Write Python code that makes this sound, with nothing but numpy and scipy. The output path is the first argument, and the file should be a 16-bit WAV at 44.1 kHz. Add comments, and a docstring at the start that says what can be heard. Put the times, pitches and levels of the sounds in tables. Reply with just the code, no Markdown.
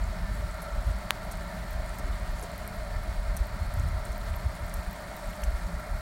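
"""An electric water pump runs steadily in a closed box near a garden hose manifold on a tree.
Turbulence forces the resonances of housing, pipes and box, over a mains hum and a thin motor whine.
Water under pressure hisses in the valves and sprays from a leak. Drops tick as they land; there are
a few soft taps and one sharp snap close by. Eddies in the gusting wind rumble on the microphone."""
import sys
import numpy as np
from scipy import signal
from scipy.fft import rfft, irfft, next_fast_len
from scipy.io import wavfile
from scipy.ndimage import uniform_filter1d

SR = 44100
rng = np.random.default_rng(int(sys.argv[2]) if len(sys.argv) > 2 else 0)


def log_audio(samples):
    """Write samples as a 16-bit WAV file to the path given in sys.argv[1]."""
    # one column per channel
    frames = np.atleast_2d(samples).T
    # limit to full scale, then quantise
    limited = np.clip(frames, -1, 1)
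    pcm = np.round(limited * 32767).astype(np.int16)
    wavfile.write(sys.argv[1], SR, pcm)


N = 265028
TIME = np.arange(N) / SR


def from_db(db):
    """Amplitude ratio: a factor of ten for every 20 dB."""
    return 10 ** (np.asarray(db) / 20)


def unit_rms(x):
    """Normalisation to unit mean power."""
    return x / np.sqrt(np.mean(x ** 2) + 1e-20)


def in_time(curve):
    """Linear interpolation of (time_s, value) rows at every sample."""
    return np.interp(TIME, *np.transpose(curve))


def gain_at(spectrum, hz):
    """Spectral envelope: (frequency_hz, level_db) rows joined on a log-frequency axis, as gain."""
    knots_hz, db = np.transpose(spectrum)
    return from_db(np.interp(np.log(hz + 1e-6), np.log(knots_hz), db))


def noise(shape):
    """Spectral shaping: Gaussian noise whose amplitude per root hertz is shape(hz)."""
    size = next_fast_len(N)
    hz = np.arange(size // 2 + 1) * SR / size
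    return irfft(rfft(rng.standard_normal(size)) * shape(hz), size)[:N] * np.sqrt(SR / 2)


def drift(rate_hz):
    """Random modulation: low-pass noise of unit rms."""
    return unit_rms(noise(lambda hz: 1 / (1 + (hz / rate_hz) ** 2)))


def butter(x, edges_hz, kind, order=2):
    """Causal Butterworth filter, maximally flat in its passband."""
    sections = signal.butter(order, np.clip(edges_hz, 10, .45 * SR), kind, fs=SR, output="sos")
    return signal.sosfilt(sections, x + 1e-18)


def carve(x, dips):
    """Cancellation: subtracting part of a narrow band leaves a dip in the spectrum."""
    for hz, width_hz, depth in dips:
        x = x - depth * signal.lfilter(*signal.iirpeak(hz, hz / width_hz, fs=SR), x)
    return x


def swell(peak_s, length_s):
    """Gaussian envelope that reaches 1 at peak_s."""
    return np.exp(-(2 * (TIME - peak_s) / length_s) ** 2)


def swelling(base_db, swells):
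    """Power summation: the gain of a base level plus (peak_s, length_s, level_db) swells."""
    swell_power = sum((from_db(db) * swell(s, length_s)) ** 2 for s, length_s, db in swells)
    return np.sqrt(from_db(base_db) ** 2 + swell_power)


def burst(decay_s, edges_hz, tail_db=-60, tail_s=0.0034, rise_s=0.000081):
    """Exponential decay: a band of noise rises fast and dies away over a weaker tail; peak 1."""
    t = TIME[:SR // 8]
    attack = 1 - np.exp(-t / rise_s)
    decay = np.exp(-t / decay_s) + from_db(tail_db) * np.exp(-t / tail_s)
    band = butter(rng.standard_normal(len(t)) * attack * decay, edges_hz, "band")
    return band / np.abs(band).max()


def octave_band(centre_hz, octaves):
    """Band edges whose geometric mean is centre_hz."""
    ratio = 2 ** (octaves / 2)
    return [centre_hz / ratio, centre_hz * ratio]


def add(out, start_s, sound):
    """Superposition of a short sound onto out."""
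    start = round(start_s * SR)
    out[start:start + len(sound)] += sound[:N - start]


def eddies(spectrum, window_s=0.0593):
    """Turbulent pressure noise, held near unit rms so that the wind sets its level."""
    pressure = unit_rms(noise(lambda hz: gain_at(spectrum, hz) * (hz < 2000)))
    local_power = uniform_filter1d(pressure ** 2, int(window_s * SR))
    return pressure / np.sqrt(local_power + 0.048)


# Spectra of the large and the smaller eddies: frequency_hz, relative_db
RUMBLE_SPECTRUM = [(10, -54), (20, -18.5), (32, 2), (48, 5.5), (60, -2), (80, -17), (160, -63)]
BUFFET_SPECTRUM = [(35, -27), (55, 4), (65, -5.5), (85, 0), (110, -10.5), (145, -18.5), (250, -40.5),
                   (600, -56), (2000, -65)]
# Strength of the breeze: time_s, rumble_db
BREEZE = [(0.0, -34), (0.48, -32.5), (0.58, -42), (0.9, -33), (1.08, -44), (1.33, -39), (1.62, -39),
          (1.8, -36.5), (2.33, -34.5), (2.56, -42.5), (2.95, -33.5), (3.55, -36.5), (3.9, -33), (4.22, -39),
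          (4.66, -38), (5.08, -45), (5.38, -42), (5.55, -34.5), (5.85, -49.5), (6.01, -34)]
# Single gusts: peak_s, length_s, rumble_db, buffet_db
WIND_GUSTS = [(0.012, 0.11, -28, -37), (0.242, 0.028, -27, -30), (0.318, 0.036, -36, -32),
              (0.455, 0.052, -34, -50), (0.786, 0.057, -28, -33.5), (0.889, 0.052, -38, -24),
              (1.76, 0.11, -31, -40), (2.123, 0.073, -28.5, -39), (2.234, 0.04, -31, -35),
              (2.328, 0.045, -31, -35), (2.962, 0.074, -31.5, -35.5), (3.109, 0.027, -31.5, -28),
              (3.19, 0.028, -22, -50), (3.29, 0.058, -25.5, -38), (3.41, 0.05, -23, -36),
              (3.618, 0.038, -42, -29.5), (3.818, 0.14, -36, -26.5), (3.936, 0.077, -37, -30.5),
              (4.332, 0.13, -32, -34), (4.469, 0.055, -28.5, -29), (4.635, 0.056, -34, -33.5),
              (4.777, 0.071, -28, -47), (4.884, 0.022, -29, -47), (5.276, 0.051, -30, -40.5),
              (5.496, 0.14, -25.5, -39), (5.645, 0.053, -28.5, -46), (5.762, 0.062, -29.5, -47),
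              (5.937, 0.082, -28, -34)]

def wind(buffet_offset_db=-6, buffet_follows=0.86, unrest_db=2.5):
    """Turbulent pressure on the microphone: large eddies rumble, smaller ones buffet, both in gusts."""
    breeze_db = in_time(BREEZE)
    mean_db = breeze_db.mean()
    swing_db = breeze_db - mean_db + unrest_db * drift(rate_hz=11)
    rumble_gusts = [(s, length_s, db) for s, length_s, db, _ in WIND_GUSTS]
    buffet_gusts = [(s, length_s, db) for s, length_s, _, db in WIND_GUSTS]
    rumble_gain = swelling(mean_db + swing_db, rumble_gusts)
    buffet_gain = swelling(mean_db + buffet_offset_db + buffet_follows * swing_db, buffet_gusts)
    return rumble_gain * eddies(RUMBLE_SPECTRUM) + buffet_gain * eddies(BUFFET_SPECTRUM)


# Soft taps nearby: start_s, peak_db, centre_hz, decay_s, width_octaves
SOFT_TAPS = [(1.99, -41, 287, 0.018, 0.71), (2.05, -41, 300, .04, .6), (2.125, -44, 3280, 0.033, .5),
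             (2.429, -37, 440, 0.01, 0.63), (3.073, -43, 286, .012, 0.71), (4.339, -35, 2400, .003, 0.64),
             (5.333, -41.5, 3100, 0.0023, .5), (5.435, -28, 1650, 0.00041, 1.5)]

def taps():
    """Heavy damping: each tap dies away quickly as a dull band of noise."""
    out = np.zeros(N)
    for start_s, peak_db, centre_hz, decay_s, octaves in SOFT_TAPS:
        add(out, start_s, from_db(peak_db) * burst(decay_s, octave_band(centre_hz, octaves)))
    return out


# Impulses that excite the snap, before filtering: start_s, body_db, crack_db
SNAP_IMPULSES = [(1.1068, 10.5, 0.5)]
# Hollows in the snap's spectrum: centre_hz, width_hz, depth_fraction
SNAP_HOLLOWS = [(5280, 780, .8), (7700, 1000, 0.8), (13400, 2100, 0.6)]

def snap(knock_hz=1200, knock_db=-7):
    """Impulse response: one dry snap, a bright crack followed by a knocking body."""
    body, crack = np.zeros((2, N))
    for start_s, body_db, crack_db in SNAP_IMPULSES:
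        body[round(start_s * SR)] = from_db(body_db)
        crack[round(start_s * SR)] = from_db(crack_db)
    body = butter(butter(body, 680, "high"), 3900, "low", order=6)
    knock = from_db(knock_db) * butter(body, [knock_hz / 1.3, knock_hz * 1.2], "band", order=1)
    crack = butter(butter(crack, 5200, "high", order=4), 12400, "low", order=1)
    return carve(crack - body - knock, SNAP_HOLLOWS)


# Rush of water in hoses and valves: frequency_hz, density_db (power per hertz)
FLOW_SPECTRUM = [(60, -73.5), (250, -80), (490, -90), (1000, -84.5), (2000, -92), (2800, -92),
                 (3700, -91.5), (5300, -92), (6200, -97), (7200, -95.5), (9500, -96.5), (12000, -100.5),
                 (13800, -101), (16000, -99.5)]
# Slow change in the lower band of the hiss: time_s, gain_db
LOW_HISS_GAIN = [(0, 1), (1.5, 1.3), (2.4, 1.6), (3.2, 0), (5.3, 1.3), (5.7, -1), (6.01, -1)]

def water_flow(flicker_db=1.0, low_band_hz=(2400, 4000)):
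    """Broadband flow noise: water under pressure hisses smoothly."""
    hiss = noise(lambda hz: gain_at(FLOW_SPECTRUM, hz)) * from_db(flicker_db * drift(rate_hz=31))
    low_hiss = butter(hiss, low_band_hz, "band", order=1)
    return hiss + (from_db(in_time(LOW_HISS_GAIN)) - 1) * low_hiss


# Fine spray from the leak: time_s, droplets_per_s
SPRAY_RATE = [(0, 320), (3.5, 330), (4.3, 360), (5.35, 560), (6.01, 370)]

def spray(gain_db=-33.5, spread_db=2.5, cluster_db=4, half_band_hz=650):
    """Shot noise: droplets land in random clusters, each an impulse ringing one narrow band."""
    pitches_hz = np.geomspace(6800, 14000, num=14)
    sizes = from_db(spread_db * np.minimum(rng.exponential(1, N), 4)) * rng.choice([-1, 1], N)
    droplets_per_s = in_time(SPRAY_RATE) * from_db(cluster_db * drift(rate_hz=8))
    landings = sizes * (rng.random(N) < droplets_per_s / SR)
    pitch_index = rng.integers(0, len(pitches_hz), N)
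    ticks = sum(butter(landings * (pitch_index == k), [hz - half_band_hz, hz + half_band_hz], "band")
                for k, hz in enumerate(pitches_hz))
    return from_db(gain_db) * ticks


# Brief spurts of the leak: peak_s, length_s, rms_db
LEAK_SPURTS = [(0.621, .01, -47), (1.321, 0.018, -42.5), (1.992, 0.018, -48), (2.384, .06, -56),
               (2.437, .02, -48.5), (4.693, 0.051, -59), (5.3, 0.15, -62), (5.44, 0.053, -55)]

def sizzles(band_hz=(5600, 11500), grain_db=5.0):
    """Amplitude modulation: fast random flutter makes the hiss grainy as the leak spits harder."""
    hiss = butter(rng.standard_normal(N), band_hz, "band")
    grain = from_db(grain_db * drift(rate_hz=250))
    envelope = sum(from_db(db) * swell(s, length_s) for s, length_s, db in LEAK_SPURTS)
    return envelope * unit_rms(hiss * grain)


# Drops landing on bark and leaves:
# start_s, tick_peak_db, pitch_hz, width_octaves, splat_relative_db, crack_relative_db
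DROP_IMPACTS = [(0.040, -41, 7300, .2, -15, -15), (0.511, -40.5, 8000, .2, -15, -22),
                (0.620, -33, 12000, .35, -14, -15), (0.628, -33, 11400, .2, -15, -6),
                (0.987, -42, 9200, .3, -15, -6), (1.2485, -39, 11100, .3, -15, -10),
                (1.3174, -33.5, 9800, .5, -12, 0), (1.3548, -40, 7900, 0.27, -6, -15),
                (1.373, -39, 9500, .3, -8, -2), (1.7087, -33, 13200, .45, -20, -8),
                (1.7325, -37, 9000, .4, -17, -1), (1.861, -41, 9300, .3, -12, -10),
                (1.8928, -37, 8500, 0.36, -15, -12), (1.957, -40, 12700, .25, -20, -12),
                (1.9864, -40, 9400, .5, -7, 9), (2.4132, -35.5, 13300, .35, -15, -8),
                (2.4264, -33.5, 9800, .22, -6, -15), (2.5164, -39, 8160, .25, -17, -2),
                (2.579, -35, 11400, .25, -13, -9), (2.6764, -28.5, 9600, .45, -20, -4),
                (2.747, -42, 11500, .25, -18, -10), (2.7695, -42, 11700, .25, -18, -10),
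                (3.035, -40, 11700, .25, -18, -12), (3.367, -29.5, 9000, 0.23, -9.5, 1),
                (3.3716, -38, 5950, .1, -20, -20), (3.372, -31, 9300, .25, -12, -2),
                (3.402, -42, 12700, .25, -20, -12), (3.470, -40, 13200, .25, -20, -12),
                (3.7395, -34, 11100, .2, -10, -15), (3.789, -39.5, 13200, .25, -20, -12),
                (3.7975, -35, 7640, 0.88, -1, -15), (3.876, -42, 12900, .25, -20, -12),
                (3.8865, -40, 8500, 0.18, -15, -5), (4.0513, -36.5, 8550, .2, -20, -7),
                (4.0565, -36, 9300, .35, -15, -5), (4.119, -39, 9000, .3, -6, -6),
                (4.128, -40, 7000, .3, -8, -8), (4.1794, -43, 8700, .25, -15, 8),
                (4.247, -43, 12400, .25, -20, -12), (4.357, -41, 12100, .25, -20, -12),
                (4.553, -39, 9300, .3, -12, -8), (4.662, -40, 14000, .25, -18, -12),
                (4.682, -40, 8800, .3, -12, -8), (4.3628, -34.5, 13000, .22, -20, -15),
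                (4.739, -34, 12200, .15, -20, -8), (4.74, -28.8, 9300, .25, -16, -7),
                (4.7412, -31, 10600, .6, -9, -2), (4.868, -43, 9600, .3, -15, -5),
                (4.911, -34, 12600, .35, -20, -8), (4.930, -35, 14600, .2, -22, -8),
                (5.166, -33, 13500, .45, -20, -10), (5.257, -39.5, 8500, .15, -20, -15),
                (5.274, -41.5, 13300, .25, -20, -12), (5.307, -39, 13000, .25, -20, -12),
                (5.3652, -38, 12000, .3, -12, -15), (5.42, -37, 12500, .25, -15, -15),
                (5.438, -30.5, 10400, .35, 1, -7), (5.4388, -41, 7500, .15, -10, -15),
                (5.4408, -41, 9600, 0.28, -10, -1), (5.505, -42, 11600, .25, -18, -10),
                (5.623, -44, 8400, .2, -15, -15), (5.798, -40, 11800, .25, -21, -10)]

def drops(impact_s=0.0003, scatter_db=-18):
    """Impact noise: each drop gives a pitched tick, a lower splat and a bright crack, then scatters."""
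    out = np.zeros(N)
    for start_s, peak_db, pitch_hz, octaves, splat_db, crack_db in DROP_IMPACTS:
        tick = burst(impact_s, octave_band(pitch_hz, octaves), tail_db=scatter_db)
        splat = from_db(splat_db) * burst(impact_s, [5150, 6700], tail_db=scatter_db)
        crack = from_db(crack_db) * burst(impact_s, [12000, 14600], tail_db=scatter_db)
        add(out, start_s, from_db(peak_db) * (tick + splat + crack))
    return out


def motor_tone(pitch_hz, flutter_db, wander_hz):
    """Frequency and amplitude modulation: a sinusoid of unit rms wavers with the load."""
    phase = 2 * np.pi * np.cumsum(pitch_hz + wander_hz * drift(rate_hz=2.6)) / SR
    return unit_rms(np.sin(phase) * from_db(flutter_db * drift(rate_hz=2.3)))


# Mains hum and shaft tones: pitch_hz, rms_db, flutter_db
HUM_TONES = [(119.2, -53.5, 2), (171.9, -61.5, 5.5), (357.5, -76.5, 6)]
# Swells of the motor whine: peak_s, length_s, rms_db
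WHINE_RISES = [(0.238, 0.19, -52), (1.51, .14, -52), (1.74, 0.61, -56), (2.926, 0.11, -49.5),
               (5.43, .12, -57)]

def motor(whine_hz=1772, whine_db=-63.5, rasp_db=4.0):
    """Periodic vibration: mains hum, the throb of the shaft, a rasping whine and two thin high tones."""
    hum = sum(from_db(db) * motor_tone(hz, flutter_db, wander_hz=0.3) for hz, db, flutter_db in HUM_TONES)
    whine_tone = motor_tone(whine_hz, flutter_db=-2.0, wander_hz=2.47)
    rasp = from_db(rasp_db * drift(rate_hz=40))
    whine = swelling(whine_db, WHINE_RISES) * unit_rms(whine_tone * rasp)
    high_tones = sum(from_db(db) * motor_tone(hz, flutter_db=-4.5, wander_hz=1.95)
                     for hz, db in [(4258, -72), (4523, -70)])
    return hum + whine + high_tones


# Swells of the pipe resonance: peak_s, length_s, rms_db
PIPE_SWELLS = [(0.64, .33, -48.5), (1.153, 0.81, -56), (3.0, .3, -60), (3.857, 0.7, -53), (4.68, 0.3, -57),
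               (5.844, 0.72, -53.5)]

def pipe_ring(pitch_hz=1348, width_hz=78, base_db=-54.5):
    """Resonance: one pipe mode is driven harder now and then as the pressure varies."""
    ringing = noise(lambda hz: 1 / (1 + ((hz - pitch_hz) / (0.82 * width_hz)) ** 2) ** 1.27)
    return swelling(base_db, PIPE_SWELLS) * unit_rms(ringing)


# Modes of pump, pipes and box: centre_hz, width_hz, peak_density_db (power per hertz)
PUMP_RESONANCES = [(170.4, 19.4, -64), (202.8, 23.3, -66.5), (287, 58, -81.5), (359, 46, -81),
                   (433.5, 32, -78.5), (583.2, 40, -68.5), (624.5, 37, -67), (684.5, 131, -71),
                   (882, 140, -78), (936, 80, -74), (1036, 69, -80), (1196, 187, -76.5), (1441, 63, -77.5),
                   (1580, 162, -78), (1846, 206, -78), (2016, 123, -81), (2158, 105, -78),
                   (2402, 170, -85.5), (4190, 650, -89.5), (4645, 210, -87), (5170, 360, -89.5)]
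# Level changes of the pump's drone, the midrange rush and the box's boom: peak_s, length_s, gain_db
DRONE_SURGES = [(0.717, 0.18, 3.5), (1.29, 0.12, 5), (1.77, 0.11, 3), (2.89, 0.24, 3.5), (5.423, 0.4, 1.5)]
RUSH_SURGES = [(2.1, .3, 1.6), (2.9, .3, -1), (3.82, .4, 0)]
BOOM_SURGES = [(0.29, 0.26, 5.5), (1.47, 0.5, 4.5), (2.73, 0.26, 2.5), (5.66, 0.19, 4.5)]

def pump_churn(flutter_db=0.54):
    """Forced vibration: turbulence at the impeller drives the modes of housing and box unevenly."""
    def response(hz):
        mode_powers = (from_db(db) ** 2 / (1 + ((hz - centre_hz) / (0.75 * width_hz)) ** 2) ** 2.52
                       for centre_hz, width_hz, db in PUMP_RESONANCES)
        return np.sqrt(sum(mode_powers))

    churn = noise(response) * from_db(flutter_db * drift(rate_hz=30))
    out = churn.copy()
    bands = [(DRONE_SURGES, [520, 780]), (RUSH_SURGES, [800, 2000]), (BOOM_SURGES, [150, 225])]
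    for surges, band_hz in bands:
        gain_db = sum(db * swell(s, length_s) for s, length_s, db in surges)
        out += (from_db(gain_db) - 1) * butter(churn, band_hz, "band", order=1)
    return out


def scene():
    """Superposition in the open air: pump, water, taps, snap and wind add in mono."""
    pump = pump_churn() + pipe_ring() + motor()
    water = water_flow() + spray() + sizzles() + drops()
    return (pump + water + taps() + snap() + wind())[None, :]


# Narrow dips of the microphone port: centre_hz, width_hz, depth_fraction
MICROPHONE_DIPS = [(4990, 770, 0.49), (10520, 370, 0.55), (13600, 1800, 0.36)]

def record(dry, cutoff_hz=15900):
    """Frequency response: the microphone port notches the treble, and a steep low-pass cuts the top."""
    low_pass = signal.ellip(10, .1, 80, cutoff_hz, fs=SR, output="sos")
    return signal.sosfilt(low_pass, carve(dry, MICROPHONE_DIPS))


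dry = scene()
out = record(dry)
log_audio(out)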